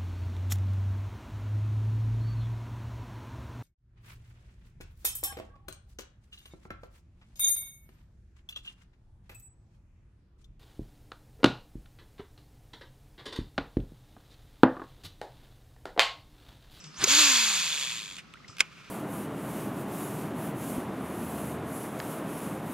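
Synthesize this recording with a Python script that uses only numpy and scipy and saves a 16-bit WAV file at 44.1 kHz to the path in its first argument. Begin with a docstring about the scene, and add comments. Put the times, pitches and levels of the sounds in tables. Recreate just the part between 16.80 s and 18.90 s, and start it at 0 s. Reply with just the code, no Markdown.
"""Casting from a kayak on a calm lake

A cast with a baitcasting reel, heard from just above the hands over quiet air and lapping water.
The rod swishes and whistles as shaped noise; the thumb lets go and line slaps the guides.
The spool whirs up and coasts down: its speed drives line hiss, a rub once a turn and a hum.
The lure plops as rising bubbles, resonances snap the clutch shut, and slow winding begins as noise."""
import sys
import numpy as np
from scipy import signal
from scipy.fft import rfft, irfft
from scipy.io import wavfile
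from scipy.ndimage import uniform_filter1d, minimum_filter1d

SR = 44100
rng = np.random.default_rng(int(sys.argv[2]) if len(sys.argv) > 2 else 0)


def file_out(sig):
    """Save sig as 16-bit WAV at sys.argv[1]."""
    # one column per channel
    cols = np.atleast_2d(sig).T
    # limit, then scale
    lim = np.clip(cols, -1, 1)
    pcm = np.round(lim * 32767).astype(np.int16)
    wavfile.write(sys.argv[1], SR, pcm)


N = 92610
T = np.arange(N) / SR
CLUTCH_S = 1.8055  # the clutch snaps shut and winding begins

# Spectra below list (frequency [Hz], relative level per hertz [dB]); noise() sets their rms to 1.
# narrow resonances of the reel frame: (frequency [Hz], width [Hz], boost [dB])
REEL_FRAME = [(2454, 150, 3), (2630, 130, 2), (3330, 90, 3.5), (3560, 140, 4.5), (4060, 130, 2),
              (4630, 79, 0), (4845, 90, 3), (6340, 120, -0.5), (6900, 470, 3)]
# soft rustle spectrum: (frequency [Hz], relative level per hertz [dB])
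RUSTLE_SPECTRUM = [(500, -12.5), (1500, -16), (3000, -6.5), (4200, -15), (5100, 1), (6200, -6.5),
                   (8000, -8.5), (9000, -27.5), (15000, -50)]
# bright spectrum of small metal parts: (frequency [Hz], relative level per hertz [dB])
TICK_SPECTRUM = [(300, -26), (800, -21.5), (1300, 1.5), (2500, 9.5), (4000, 1.5), (8000, -4.5),
                 (10000, -11), (15000, -30)]


def from_db(db):
    """Turn decibels into an amplitude factor."""
    return 10 ** (np.asarray(db) / 20)


def rms_one(x):
    """Scale a signal to rms 1."""
    return x / np.sqrt(np.mean(x ** 2) + 1e-20)


def at_hz(points, hz):
    """Read a spectrum on a log-frequency axis."""
    p = np.array(points)
    return np.interp(np.log(hz + 1), np.log(p[:, 0]), p[:, 1])


def colour(x, spectrum, peaks=()):
    """Shape a sound by a spectrum and narrow resonances, then scale it to rms 1."""
    hz = np.arange(N // 2 + 1) * SR / N
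    db = at_hz(spectrum, hz)
    for centre, width, boost in peaks:
        db = db + boost / (1 + (2 * (hz - centre) / width) ** 2)
    return rms_one(irfft(rfft(x) * from_db(db), N))


def noise(spectrum, peaks=()):
    """Coloured noise of rms 1."""
    return colour(rng.standard_normal(N), spectrum, peaks)


def drift(rate_hz):
    """Slow random wander of rms 1: noise through two equal low-pass poles."""
    step = 40  # samples between computed points
    r = np.exp(-2 * np.pi * rate_hz * step / SR)
    settle = 2000  # points dropped while the filter settles
    raw = rng.standard_normal(N // step + 2 + settle)
    slow = signal.lfilter([1], [1, -2 * r, r * r], raw)[settle:]
    return np.interp(np.arange(N) / step, np.arange(len(slow)), rms_one(slow))


def dying(start, decay):
    """Sudden start, then exponential decay."""
    return (T >= start) * np.exp(-np.maximum(T - start, 0) / decay)


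def swell(start, top):
    """Envelope that rises to 1 after top seconds, then dies."""
    u = np.maximum(T - start, 0) / top
    return (u * np.exp(1 - u)) ** 2


def mode(start, hz, db, top):
    """One resonance that swells and dies."""
    return from_db(db) * swell(start, top) * np.sin(2 * np.pi * hz * (T - start))


def lake(width=0.67):
    """Wide noise of open air, and a swaying narrow band of water murmuring against the hull."""
    # open air: (frequency [Hz], relative level per hertz [dB])
    air_spectrum = [(25, -46), (55, -4), (90, -11), (170, 0), (260, -8), (400, -11), (650, -18.5),
                    (900, -18), (1250, -9.5), (1750, -16.5), (2500, -15), (3500, -19), (5200, -22.5),
                    (7000, -29.5), (10000, -40), (14000, -43), (15500, -56)]
    opposite_sides = np.array([[1], [-1]])
    air = from_db(-56.5) * (noise(air_spectrum) + width * noise(air_spectrum) * opposite_sides)
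    lap_hz, lap_db, sway_db = 166.2, -63, 2
    band = signal.butter(2, [lap_hz / 1.19, lap_hz * 1.174], "band", fs=SR, output="sos")
    lap = signal.sosfilt(band, rng.standard_normal(N))
    return air + from_db(lap_db) * rms_one(lap * from_db(sway_db * drift(6.2)))


def sleeve():
    """A sleeve rustles as the swing begins: soft noise dying away."""
    return noise(RUSTLE_SPECTRUM) * from_db(-51.5) * dying(0, 0.05)


def knocks():
    """Dull knocks of the rod grip and hull, one resonance each."""
    # (start [s], frequency [Hz], peak level [dB], time to the top [s])
    knock_list = [(0.039, 152, -46.5, 0.027), (0.182, 62, -49, 0.011), (.222, 334, -34.5, 0.0093),
                  (.233, 392, -28, 0.0076), (0.274, 516, -28, 0.0026), (.285, 71.2, -55, .016),
                  (1.69, 118, -43.5, 0.0066)]
    return sum(mode(*knock) for knock in knock_list)


def zips():
    """Quick falling zips: sines whose pitch decays exponentially, trailing off in a rustle."""
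    # (start [s], level [dB])
    zip_list = [(.040, -44.5), (1.680, -47)]
    start_hz, fall_s, top_s = 7500, 0.007, 0.004
    rustle_db, rustle_decay_s = -4, 0.054  # level relative to the zip
    rustle = noise(RUSTLE_SPECTRUM)
    out = 0
    for start, db in zip_list:
        # The cycle count decays along with the pitch, its rate of change.
        cycles = start_hz * fall_s * dying(start, fall_s)
        tone = swell(start, top_s) * np.sin(2 * np.pi * cycles)
        tail = from_db(rustle_db) * rustle * dying(start, rustle_decay_s)
        out = out + from_db(db) * (tone + tail)
    return out


def swish():
    """The rod swings through the air: broad noise rising and falling."""
    # loudness of the swing: (time [s], level [dB])
    level = [(.1, -72), (.165, -53), (.195, -41), (.218, -30), (.238, -29), (.258, -34.5), (.29, -36),
             (.36, -65)]
    # rushing air: (frequency [Hz], relative level per hertz [dB])
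    spectrum = [(59, -51), (100, 0.5), (513, -13.5), (923, -6), (1490, 0.5), (1660, -3), (1960, -5),
                (3840, -4), (8700, -14.5), (13200, -33), (15000, -64)]
    return noise(spectrum) * from_db(np.interp(T, *np.transpose(level), left=-np.inf, right=-np.inf))


def whistle():
    """A breathy tone shed by the thin rod tip, its pitch climbing as the tip speeds up."""
    # (time [s], centre frequency [Hz], level [dB])
    tip_path = [(.125, 4220, -62), (0.166, 5640, -49.5), (0.192, 6850, -45), (0.219, 7900, -54)]
    s, hz, db = np.transpose(tip_path)
    phase = 2 * np.pi * np.cumsum(np.interp(T, s, hz)) / SR
    low_pass = signal.butter(2, 550, fs=SR, output="sos")  # Hz to either side of the centre
    breath = signal.sosfilt(low_pass, rng.standard_normal((2, N)))
    tone = rms_one(breath[0] * np.sin(phase) + breath[1] * np.cos(phase))
    return tone * from_db(np.interp(T, s, db, left=-np.inf, right=-np.inf))


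def ticks():
    """Small ticks of the reel, and the sharp slap of the lure striking the water: bursts of bright noise with
    sudden starts."""
    # (start [s], level [dB], decay [s]); the burst at 1.5383 s is the lure slapping the water
    tick_list = [(.1425, -46.5, .002), (1.3832, -38, 0.013), (1.5383, -36.5, 0.0013),
                 (1.768, -41.5, 0.0038), (1.784, -35, 0.003), (1.7943, -33, 0.0029), (1.7982, -37, 0.0074),
                 (1.803, -25.5, 0.0061)]
    return noise(TICK_SPECTRUM) * sum(from_db(db) * dying(s, decay) for s, db, decay in tick_list)


def line_slaps():
    """Line slips under the thumb and slaps the guides: noise bursts that set resonances ringing."""
    # (start [s], level [dB], decay [s])
    slaps = [(0.2397, -16, 0.00087), (0.2414, -14, 0.004)]
    # slipping line: (frequency [Hz], relative level per hertz [dB])
    slip_spectrum = [(300, -34), (800, -22), (1500, -16.5), (2400, 4), (3100, -13.5), (3600, -6), (4350, 0),
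                     (5150, 4), (5900, -14), (6350, 7.5), (6900, 10), (7600, -14.5), (8700, -15),
                     (10600, -24.5), (12400, -7), (15500, -43)]
    # guide resonances: (frequency [Hz], level over the slap [dB], time to the top [s])
    guide_modes = [(4355, -7.5, 0.0007), (5140, -3.5, 0.00066), (6320, -4.5, 0.0012), (6860, -1.5, .0012)]
    bursts = noise(slip_spectrum) * sum(from_db(db) * dying(s, decay) for s, db, decay in slaps)
    guides = sum(mode(s, hz, db + over_db, top) for s, db, _ in slaps for hz, over_db, top in guide_modes)
    return bursts + guides


def dulled(x, speed):
    """Let the treble fall further than the rest as the spool slows."""
    low = signal.sosfiltfilt(signal.butter(2, 4820, fs=SR, output="sos"), x)  # treble starts here, Hz
    return low + (x - low) * speed ** 0.24


def spool():
    """Spool speed drives the line's hiss, one rub per turn and the hum of its unbalance."""
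    # speed while the line pulls the spool up: (time [s], speed [turns per s])
    spin_up = [(.255, 185), (.294, 252), (0.329, 283), (0.363, 287), (0.393, 320), (0.42, 299.5)]
    # line running off: (frequency [Hz], relative level per hertz [dB])
    hiss_spectrum = [(120, -21), (300, -25), (450, -23), (740, -41), (920, -6), (1280, -6), (1650, -1.5),
                     (1900, -7), (2450, 0.5), (3000, -2), (3700, -1), (4500, 3.5), (5000, 0), (5600, -2.5),
                     (6350, 2), (7000, 3.5), (8100, -13.5), (9700, -13), (12700, -17.5), (14400, -24),
                     (15500, -43.5)]
    # rubbing contact: (frequency [Hz], relative level per hertz [dB])
    rub_spectrum = [(240, -26.5), (450, -20.5), (780, -18.5), (1000, -10), (1600, -11), (1950, -5.5),
                    (2500, -1), (2950, -2.5), (3450, 2), (4000, -3), (4800, -10), (5500, -10),
                    (6400, -11.5), (7000, -3.5), (7700, -4), (9400, -11.5), (12500, -21.5), (15500, -45)]
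    # hum orders 1, 2, ... per turn at full speed: level [dB]
    hum_levels = [-41, -50.5, -51.5, -42.5, -48, -45.5, -44.5]
    coast_per_s, full_speed_hz = 1.315, 290
    release_s, rise_s, stop_s, stop_fade_s = 0.251, 0.053, 1.375, 0.033
    slack_s, slack_db_per_s = 1.108, 28  # the line goes slack and the whirr weakens
    # Levels at full speed, and powers of speed they follow.
    hiss_db, hiss_power, hiss_flicker_db = -20.5, 2.27, 0.5
    rub_db, rub_power, rub_spread_db = -26, 1.3, 1.5
    rub_sharpness, rub_wander_turns = 1.7, 0.024  # the touching point shifts from turn to turn
    hum_power, hum_waver_db = 3.97, 1.22  # waver grows with the square root of the order

    s, rate = np.transpose(spin_up)
    hz = np.interp(T, s, rate) * np.exp(-coast_per_s * np.maximum(T - s[-1], 0))
    turns = np.cumsum(hz) / SR
    speed = hz / full_speed_hz
    pull = np.where(T < s[-1], np.maximum(speed, 1), speed)  # the line is taut while it drives the spool
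    fade_in = np.clip((T - release_s) / rise_s, 0, 1)
    fade_out = np.clip((stop_s - T) / stop_fade_s + 1, 0, 1)
    slack = from_db(-slack_db_per_s * np.maximum(T - slack_s, 0))

    flicker = from_db(hiss_db + hiss_flicker_db * drift(40))
    hiss = noise(hiss_spectrum, REEL_FRAME) * flicker * pull ** hiss_power

    # Each turn draws its own strength and presses hardest once.
    strength = from_db(rub_spread_db * rng.standard_normal(N))[turns.astype(int)]
    angle = 2 * np.pi * (turns + rub_wander_turns * drift(90))
    contact = rms_one(np.exp(-rub_sharpness * np.cos(angle)) * strength)
    rub = colour(contact * rng.standard_normal(N), rub_spectrum, REEL_FRAME)
    rub = rub * from_db(rub_db) * speed ** rub_power

    hum = 0
    for order, db in enumerate(hum_levels, 1):
        level = from_db(db + hum_waver_db * np.sqrt(order) * drift(49))
        hum = hum + level * np.sin(2 * np.pi * (order * turns + rng.random()))
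    hum = np.sqrt(2) * hum * (speed * pull) ** (hum_power / 2)  # sqrt(2): hum levels are rms
    return fade_in * fade_out * slack * (dulled(hiss + rub, pull) + hum)


def plop():
    """Bubbles where the lure lands: brief sines that rise in pitch."""
    # (start [s], starting frequency [Hz], peak level [dB])
    bubbles = [(1.541, 1160, -44), (1.555, 1320, -45.5), (1.570, 1790, -49), (1.601, 1110, -52),
               (1.644, 1840, -43.5), (1.696, 1150, -45), (1.728, 1210, -49)]
    top_s, bend_per_s = 0.0029, 14  # pitch climbs by twice the bend
    out = 0
    for start, hz, db in bubbles:
        age = T - start
        cycles = hz * age * (1 + bend_per_s * age)
        out = out + from_db(db) * swell(start, top_s) * np.sin(2 * np.pi * cycles)
    return out


def clutch():
    """The clutch snaps shut: modes that start together, a grip thud, a noise crack and a noisy ring."""
    # snap resonances: (frequency [Hz], peak level before the bass cut [dB], time to the top [s])
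    snap_modes = [(1250, -24, 0.0015), (1625, -16.5, 0.0016), (2177, -10, 0.0013), (2550, -12.5, 0.0013),
                  (3250, -15.5, 0.00093), (3840, -15, 0.00063), (5000, -15.5, 0.0013), (5610, -17, 0.0014),
                  (6570, -17.5, 0.00091), (7440, -14, 0.00086), (8520, -13.5, 0.00043),
                  (10800, -24.5, 0.00053), (13000, -27, 0.00054)]
    # thud of the grip: (frequency [Hz], peak level [dB], time to the top [s])
    grip_thud = (485, -40, 0.0034)
    # ring: (frequency [Hz], relative level per hertz [dB])
    ring_spectrum = [(300, -14), (800, -12.5), (1250, -1.5), (1900, -8), (2400, 4), (2800, -2), (3600, -26),
                     (7500, -22), (10000, -47), (15000, -45)]
    snap = sum(mode(CLUTCH_S, *row) * (-1) ** k for k, row in enumerate(snap_modes))
    # The small parts radiate no bass.
    snap = signal.sosfilt(signal.butter(4, 1080, "high", fs=SR, output="sos"), snap)
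    thud = mode(CLUTCH_S, *grip_thud)
    crack = noise(TICK_SPECTRUM) * from_db(-16.5) * dying(CLUTCH_S, 0.0039)
    ring = noise(ring_spectrum) * from_db(-32.5) * dying(CLUTCH_S, 0.019)
    return snap + thud + crack + ring


def winding():
    """Slow winding: softly flickering noise through the reel frame's resonances."""
    # (frequency [Hz], relative level per hertz [dB])
    spectrum = [(400, -21), (900, -10), (1300, 5), (1800, -3), (2400, 4), (3500, -7), (6000, -10),
                (9000, -19), (15000, -32)]
    level_db, flicker_db = -57, 2
    return noise(spectrum, REEL_FRAME) * from_db(level_db + flicker_db * drift(25)) * (T > CLUTCH_S)


def microphones(x, scatter_db, scatter_s):
    """The left side hears later and duller; boat and body scatter a little treble sideways."""
    # left level over right: (frequency [Hz], difference [dB])
    left_shade = [(200, 2.5), (1000, -1.2), (2400, 0), (4500, -0.6), (8000, -1), (11000, -9.5),
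                  (15000, -14)]
    left_lag_s, scatter_from_hz = 3.4e-5, 500
    hz = np.arange(N // 2 + 1) * SR / N
    half_shade_db = at_hz(left_shade, hz) / 2
    left = from_db(half_shade_db) * np.exp(-2j * np.pi * hz * left_lag_s)
    right = from_db(-half_shade_db)
    echoes = rfft(rms_one(rng.standard_normal(N) * dying(0, scatter_s))) / np.sqrt(N)
    scatter = from_db(scatter_db) * echoes * hz / (hz + scatter_from_hz)
    return irfft(rfft(x) * np.array([left * (1 + scatter), right * (1 - scatter)]), N)


def scene():
    """Place the whirr and the handling sounds in stereo over the lake."""
    handling = sleeve() + knocks() + zips() + swish() + whistle() + ticks() + line_slaps()
    handling = handling + plop() + clutch() + winding()
    whirr = microphones(spool(), scatter_db=-9, scatter_s=0.016)
    return lake() + whirr + microphones(handling, scatter_db=-10, scatter_s=0.003)


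def record(dry):
    """A fast limiter turns both sides down around high peaks, then the top is cut."""
    limit, limit_s, cutoff_hz = 0.85, 0.002, 16800
    size = int(limit_s * SR)
    allowed = limit / np.maximum(np.abs(dry).max(axis=0), limit)
    gain = uniform_filter1d(minimum_filter1d(allowed, size=2 * size), size=size)
    return signal.sosfilt(signal.cheby2(14, 70, cutoff_hz, fs=SR, output="sos"), dry * gain)


dry = scene()
out = record(dry)
file_out(out)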